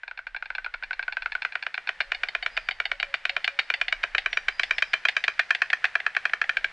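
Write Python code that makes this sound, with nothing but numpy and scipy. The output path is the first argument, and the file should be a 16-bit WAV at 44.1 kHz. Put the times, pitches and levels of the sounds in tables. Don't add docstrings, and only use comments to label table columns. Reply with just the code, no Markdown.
import sys
import numpy as np
from scipy import signal
from scipy.fft import rfft, irfft
from scipy.io import wavfile
from scipy.ndimage import uniform_filter1d, minimum_filter1d

SR = 44100
rng = np.random.default_rng(int(sys.argv[2]) if len(sys.argv) > 2 else 0)


def bounce(signal):
    frames = np.transpose(np.atleast_2d(signal))
    limited = np.clip(frames, -1, 1)
    pcm = np.round(limited * 32767).astype(np.int16)
    wavfile.write(sys.argv[1], SR, pcm)


N = 296352
TIME = np.arange(N) / SR

# centre_hz, half_power_width_hz, relative_level_db
LEAD_POSTURE_0 = [(704, 148, -12), (944, 130, -10), (1520, 113, 11.5), (2146, 160, 0), (2363, 210, -1),
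                  (2830, 510, -10.5), (3680, 280, -17), (4260, 420, -18.5), (4760.0, 750, -25.5),
                  (6980.0, 960.0, -73)]
LEAD_POSTURE_1 = [(690, 125, -13.5), (1050, 110, -17), (1538, 255, -2), (1875, 560, -7), (2362, 133, 3),
                  (2957, 183, -5.5), (3580, 420, -13.5), (4360, 87, -15), (5210, 710, -27.5),
                  (7200, 540, -41)]
LEAD_POSTURE_2 = [(655, 87, -15.5), (1137, 160, -14), (1608, 287, -2), (2190, 180, -21.5), (2375, 143, 0.5),
                  (3074, 120, -7.5), (3927, 150, -16.5), (4680, 140, -22.5), (5570, 860, -32.5),
                  (7400, 330, -42.5)]
LEAD_POSTURE_3 = [(692, 108, -13), (1240, 370, -12.5), (1497, 230, -2), (1702, 165, 5), (2406, 198, 0),
                  (3160, 130, -10.5), (4170, 220, -19.5), (4340, 1120, -25.5), (5780, 260, -30.5),
                  (6800, 300, -48.5)]
LEAD_POSTURE_4 = [(700, 220, -15.5), (1260, 400, -25.5), (1545, 89, 6), (1660, 170, -4), (2345, 170, 0),
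                  (2930, 460, -12.5), (3650, 280, -23.5), (4370, 330, -23), (5460, 300, -35),
                  (6800, 300, -41)]
# time_s, posture_number
LEAD_NECK = [(1.35, 0), (1.55, .6), (2.0, .85), (3.8, 1.1), (4.1, 1.85), (5.28, 2.1), (5.4, 3),
             (6.42, 3.05), (6.58, 4)]
LEAD_TOUCH = [1, 0.35, 0.44, 0.58, 0.71]
LEAD_KNOCK_DB = [-34.5, -28, -25.5, -26.5, -23]
# time_s, clacks_per_s
LEAD_PACE = [(0.37, 12.791), (0.66, 12.411), (1.26, 10.822), (1.54, 8.987), (2.24, 8.61), (2.36, 8.969),
             (2.81, 8.722), (2.87, 8.885), (4.35, 8.972), (4.86, 8.697), (6.01, 9.041), (6.24, 12.521),
             (6.28, 12.11), (6.55, 13.425)]
# time_s, direct_level_db (rms over 10 ms), hardness_db_per_octave
LEAD_EFFORT = [(0.1, -33.5, -2.5), (0.62, -26.5, -2.5), (0.82, -32.5, -5), (0.91, -25, -3),
               (1.45, -22, -1.4), (1.77, -26.5, -4), (1.9, -21, -2.3), (2.999, -21.5, -1),
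               (3.85, -18.5, -0.5), (4.3, -19.2, -1.5), (4.599, -17, 1), (5.5, -14.5, 1.17),
               (6.15, -18, -1.46), (6.58, -18.5, 2), (6.72, -19.5, 1)]
LEAD_START_S, LEAD_STOP_S = 0.0336, 6.7


def lead_stork():
    out = np.zeros(N)
    postures = [LEAD_POSTURE_0, LEAD_POSTURE_1, LEAD_POSTURE_2, LEAD_POSTURE_3, LEAD_POSTURE_4]
    clacks = clatter(LEAD_START_S, LEAD_STOP_S, LEAD_PACE, LEAD_EFFORT,
                     uneven_db=0.0, uneven_hardness_db=0.65)
    for time_s, level_db, hardness_db in clacks:
        posture = at(time_s, LEAD_NECK)
        sound = snap(postures, LEAD_TOUCH, LEAD_KNOCK_DB, posture, hardness_db, rebound_db=-12.5)
        add(out, time_s, undb(level_db) * twigs(sound, level_db=-13.5, start_s=0.0047, t60_s=0.1))
    return out


# centre_hz, half_power_width_hz, relative_level_db
MATE_POSTURE_0 = [(903, 265, -12.5), (1576, 86, 8), (2450, 190, 1.5), (2474, 184, -7.5), (3450, 320, -14.5),
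                  (4170, 340, -13), (5220, 310, -27), (6920.0, 930.0, -83)]
MATE_POSTURE_1 = [(754, 99, -14.5), (1620, 210.0, -9.5), (2164, 204, -1.5), (3030, 88, -3.5),
                  (3714, 75, -5.5), (4395, 176, -6.5), (4860, 320, -21.5), (7100, 480, -32.5)]
MATE_POSTURE_2 = [(747, 155, -11), (1666, 110, 4), (2050, 320, 4), (2600, 800, -1.5), (3560, 200, -1),
                  (4350, 50, -3.5), (4610, 550, -14), (7400.0, 870.0, -51.5)]
MATE_POSTURE_3 = [(800, 96, -6.5), (1670, 180, 8.5), (1930, 280, 10.5), (2500, 510, 3), (3400, 300, -5),
                  (4310, 200, -14), (4700, 550, -19), (7400, 870, -37)]
# time_s, posture_number
MATE_NECK = [(1.87, 0.33), (2.25, 1.03), (3.9, 1.53), (4.8, 2), (5.6, 2.07), (6.0, 2.5)]
MATE_TOUCH = [0.22, 0.71, 0.52, 0.51]
MATE_KNOCK_DB = [-36.5, -38, -26.5, -35]
# time_s, clacks_per_s
MATE_PACE = [(0.18, 10.403), (0.27, 10.786), (1.15, 10.246), (1.57, 9.573), (1.66, 7.921), (1.85, 7.326),
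             (3.38, 6.648), (3.74, 6.994), (3.87, 6.658), (4.18, 6.751), (4.32, 6.398), (4.46, 6.773),
             (5.26, 6.422), (6.3, 6.911)]
# time_s, mean_direct_level_db (rms over 10 ms), hardness_db_per_octave
MATE_EFFORT = [(0.15, -38.5, -2.2), (0.6, -31, -2), (1.951, -27.5, 0.1), (2.15, -28.5, -2.5),
               (2.7, -28.5, -3.5), (3.5, -24.5, -0.6), (4.4, -26, -2.2), (5.1, -21, -2.3), (5.8, -23, -1.5),
               (6.0, -31.5, -3.5), (6.44, -29, -4.5)]
# time_s, lag_s, level_re_direct_db
MATE_BOUNCE = [(0, 0.0048, -8.5), (1.9, 0.0088, -7.5), (2.15, 0.0041, -6), (2.9, 0.0076, -9.5),
               (4.3, .0046, -10), (5.1, 0.007, -8), (5.7, 0.0053, -14.5), (6.0, 0.005, -19)]
MATE_START_S, MATE_STOP_S = 0.078, 6.5


def mate_stork():
    out = np.zeros(N)
    postures = [MATE_POSTURE_0, MATE_POSTURE_1, MATE_POSTURE_2, MATE_POSTURE_3]
    bounce_times_s, lags_s, bounces_db = np.transpose(MATE_BOUNCE)
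    clacks = clatter(MATE_START_S, MATE_STOP_S, MATE_PACE, MATE_EFFORT,
                     uneven_db=2.1, uneven_hardness_db=0.5)
    for time_s, level_db, hardness_db in clacks:
        posture = at(time_s, MATE_NECK)
        sound = snap(postures, MATE_TOUCH, MATE_KNOCK_DB, posture, hardness_db, rebound_db=-18.5)
        sound = undb(level_db) * sound
        add(out, time_s, twigs(sound, level_db=-13.0, start_s=0.0035, t60_s=0.1))
        lag_s = np.interp(time_s, bounce_times_s, lags_s)
        bounce_db = np.interp(time_s, bounce_times_s, bounces_db)
        add(out, time_s + lag_s, undb(bounce_db) * sound)
    return out


def clatter(start_s, stop_s, pace, effort, uneven_db, uneven_hardness_db):
    times_s = [start_s]
    while (next_s := times_s[-1] + 1 / at(times_s[-1], pace)) < stop_s:
        times_s.append(next_s)
    effort_times_s, level_db, hardness_db = np.transpose(effort)
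    chance = rng.standard_normal((len(times_s), 2))
    levels_db = np.interp(times_s, effort_times_s, level_db) + uneven_db * chance[:, 0]
    hardnesses_db = np.interp(times_s, effort_times_s, hardness_db) + uneven_hardness_db * chance[:, 1]
    return zip(times_s, levels_db, hardnesses_db)


def snap(postures, touches, knocks_db, posture, hardness_db, rebound_db, spread=0.017, uneven_db=0.37):
    modes = blend(postures, posture)
    chance = rng.standard_normal((len(modes), 2))
    modes[:, 0] *= 1 + spread * chance[:, 0]
    modes[:, 2] += uneven_db * chance[:, 1]
    return clack(modes, hardness_db, blend(touches, posture), blend(knocks_db, posture), rebound_db)


def blend(values, posture):
    distance = np.abs(np.arange(len(values)) - np.clip(posture, 0, len(values) - 1))
    return np.tensordot(np.maximum(1 - distance, 0), np.array(values, float), axes=1)


SIZE = 2048
GRAZE_S, GRAZE_SHARE = 0.0006, 0.29


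def clack(modes, hardness_db, touch, knock_db, rebound_db, gap_s=0.00135, rebound_s=0.002637,
          knock_hz=430, bass_db=-17, lag_s=.009, lag_hz=580):
    f = np.maximum(np.fft.rfftfreq(SIZE, 1 / SR), 1)

    def delayed(seconds):
        return np.exp(-2j * np.pi * f * seconds)

    power = undb(2 * knock_db) / (1 + (f / knock_hz) ** 4)
    for centre_hz, width_hz, level_db in modes:
        detune = (f * f - centre_hz * centre_hz) / (f * width_hz)
        power = power + undb(2 * level_db) / (1 + (np.sqrt(2) - 1) * detune ** 2) ** 2
    thump = undb(bass_db) * (1 + 1.3 / (1 + (f / 140) ** 4))
    radiation = thump + 1 / np.sqrt(1 + (372 / f) ** 28)
    air = 1 / np.sqrt(1 + (f / 9300) ** 10)
    tilt = undb(hardness_db * np.log2(np.maximum(f, 400) / 2000))
    ring = causal(np.sqrt(power) * air * radiation * tilt)

    gap_s, rebound_s = np.array([gap_s, rebound_s]) * (1 + [.03, .13] * rng.standard_normal(2))
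    contacts = double_contact(touch, delayed(gap_s))
    contacts = contacts * (1 + undb(rebound_db) * delayed(rebound_s))
    contacts = contacts * double_contact(GRAZE_SHARE, delayed(GRAZE_S))
    delay_s = lag_s / (1 + (f / lag_hz) ** 4)
    drop = np.exp(-2j * np.pi * np.cumsum(delay_s) * SR / SIZE)
    fade = np.hanning(2 * SIZE)[SIZE:]
    return unit(irfft(ring * contacts * drop) * fade) * np.sqrt(SR / 100)


def double_contact(share, later):
    share = np.clip(share, 0, .9)
    return (share + later) / (1 + share * later)


def causal(gain):
    cepstrum = irfft(np.log(gain + 1e-7))
    cepstrum[1:SIZE // 2] *= 2
    cepstrum[SIZE // 2 + 1:] = 0
    return np.exp(rfft(cepstrum))


def twigs(x, level_db, start_s, t60_s):
    paths = undb(level_db) * scatter(start_s, t60_s, size=2 * SIZE)
    paths[0] = 1
    return signal.fftconvolve(x, paths)


# frequency_hz, level_re_clack_db
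NEST_WIDTH = [(300, -31.5), (700, -34.5), (1500, -30.5), (2500, -24), (4500, -17.5), (9000, -23)]


def nest_width(x, start_s=0.0016, t60_s=.05):
    side = signal.fftconvolve(colour(x, NEST_WIDTH), scatter(start_s, t60_s, size=2 * SIZE))[:N]
    return side * np.array([[1], [-1]])


# frequency_hz, gain_db (before the wet level)
TREES_COLOUR = [(200, -5), (450, -19.5), (750, -17.5), (1100, -9.5), (1500, -14), (1800, -10.5),
                (2400, -12), (3200, -11), (5000, 4), (9000, 0.5)]


def trees(x, wet_db=-19, side_db=-4, trunk_s=0.039, trunk_db=-28, far_s=0.099, far_db=-31, count=4):
    out = np.zeros((2, N))
    facing = np.array([walk(5.5) for _ in range(count)])
    shares = facing / np.sqrt(np.sum(facing ** 2, axis=0))
    for share in shares:
        tails = [scatter(.008, .45, size=SR) for _ in range(2)]
        mid, side = (colour(tail, TREES_COLOUR) * undb(wet_db) for tail in tails)
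        out += [signal.fftconvolve(x * share, mid + sign * undb(side_db) * side)[:N] for sign in (1, -1)]
    for channel in out:
        add(channel, trunk_s, undb(trunk_db) * x)
        add(channel, far_s, undb(far_db) * x)
    return out


# start_s, length_s, pitch_hz (approached from below), peak_db (before the wood's blur)
COOS = [(1.88, 0.65, 571.5, -65.5), (2.888, 0.22, 580, -54), (3.05, 0.071, 565, -53.5),
        (3.292, 0.071, 571.6, -51), (3.495, 0.059, 574, -52), (3.735, 0.16, 575, -58)]
# start_s, length_s, start_hz, end_hz (before waver), peak_db (before the wood's blur)
WHISTLES = [(2.497, 0.11, 4880, 4800, -52.5), (2.602, 0.13, 4840, 4410, -57.5),
            (4.3, 0.064, 5500, 5710, -50.5), (4.49, 0.14, 4900, 4900, -51.5),
            (4.569, .13, 5170, 5120, -54.5), (4.698, 0.17, 5140, 5350, -52),
            (4.85, 0.098, 5100, 4850, -53.5)]


def far_birds(scoop=0.067, waver=0.026):
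    out = np.zeros(N)
    wobble = 1 + waver * walk(90)
    for start_s, length_s, pitch_hz, peak_db in COOS:
        u = np.linspace(0, 1, int(length_s * SR))
        glide_hz = pitch_hz * (1 - scoop * np.exp(-4 * u))
        swell = np.sqrt(np.abs(np.sin(np.pi * u)))
        add(out, start_s, undb(peak_db) * swell * tone(glide_hz))
    for start_s, length_s, start_hz, end_hz, peak_db in WHISTLES:
        u = np.linspace(0, 1, int(length_s * SR))
        glide_hz = (start_hz + (end_hz - start_hz) * u) * wobble[int(start_s * SR):][:len(u)]
        add(out, start_s, undb(peak_db) * np.sin(np.pi * u) * tone(glide_hz))
    blur = signal.fftconvolve(out, scatter(.015, .4, size=SR))[:N]
    return undb(-2) * out + undb(-3) * blur


def tone(pitch_hz):
    return np.sin(2 * np.pi * np.cumsum(pitch_hz) / SR)


# time_s, level_db (before a random wander)
AIR_LEVEL = [(0, -61.5), (1, -53.5), (2, -50), (4, -48.5), (6.72, -47.5)]
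# frequency_hz, density_db_per_hz
WIND_COLOUR = [(8, -8), (20, 0.5), (33, 0.5), (50, -25), (80, -25.5), (150, -35), (400, -64.5)]
AIR_COLOUR = [(30, -2.5), (100, -7.5), (200, -9), (330, -13), (480, -4), (720, 1.5), (1100, -1), (1800, 11),
              (3000, -1), (4800, -11.5), (6300, -18.5), (10000, -27)]


def breeze(side_db=-19):
    gusts = undb(wind_db())
    leaves = undb(curve(AIR_LEVEL) + walk(12))
    mid, side = (gusts * noise(WIND_COLOUR) + leaves * noise(AIR_COLOUR) for _ in range(2))
    return mid + undb(side_db) * side * np.array([[1], [-1]])


# start_s, length_s, level_db
GUSTS = [(0.25, 1.05, -57), (2.03, 1.23, -55.5), (3.95, 0.8, -54), (6.547, 0.3, -60)]
CALM_DB, GUST_RISE_S, GUST_FALL_S = -71.5, 0.2, 0.25


def wind_db():
    level_db = CALM_DB
    for start_s, length_s, gust_db in GUSTS:
        end_s = start_s + length_s
        shape = curve([(start_s - GUST_RISE_S, 0), (start_s, 1), (end_s, 1), (end_s + GUST_FALL_S, 0)])
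        level_db = level_db + (gust_db - CALM_DB) * shape
    return level_db


def scatter(start_s, t60_s, size):
    t = np.arange(size) / SR - start_s
    onset = np.clip(2 * t / start_s, 0, 1)
    return unit(rng.standard_normal(size) * onset * undb(-60 * np.maximum(t, 0) / t60_s))


def noise(points):
    x = colour(rng.standard_normal(N), points)
    return x / x.std()


def colour(x, points):
    hz, db = np.transpose(points)
    f = np.maximum(np.fft.rfftfreq(len(x), 1 / SR), 1)
    return irfft(rfft(x) * undb(np.interp(np.log(f), np.log(hz), db)), len(x))


def walk(rate_hz):
    k = int(SR / rate_hz)
    steps = np.repeat(rng.standard_normal(N // k + 1), k)
    return 1.3 * uniform_filter1d(uniform_filter1d(steps, k), k)[:N]


def at(time_s, rows):
    return np.interp(time_s, *np.transpose(rows))


def curve(rows):
    return at(TIME, rows)


def undb(db):
    return 10 ** (np.asarray(db) / 20)


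def unit(x):
    return x / np.sqrt(np.sum(x ** 2))


def add(out, start_s, x):
    i = max(int(start_s * SR), 0)
    out[i:i + len(x)] += x[:max(len(out) - i, 0)]


def scene():
    storks = lead_stork() + mate_stork()
    return storks + trees(storks) + far_birds() + breeze() + nest_width(storks)


def record(dry):
    ceiling, window_samples, top_hz = .44, 45, 10000
    gain = 1 / np.maximum(np.abs(dry).max(axis=0) / ceiling, 1)
    limited = dry * uniform_filter1d(minimum_filter1d(gain, window_samples), window_samples)
    return signal.sosfilt(signal.ellip(8, .2, 70, top_hz, fs=SR, output="sos"), limited)


dry = scene()
out = record(dry)
bounce(out)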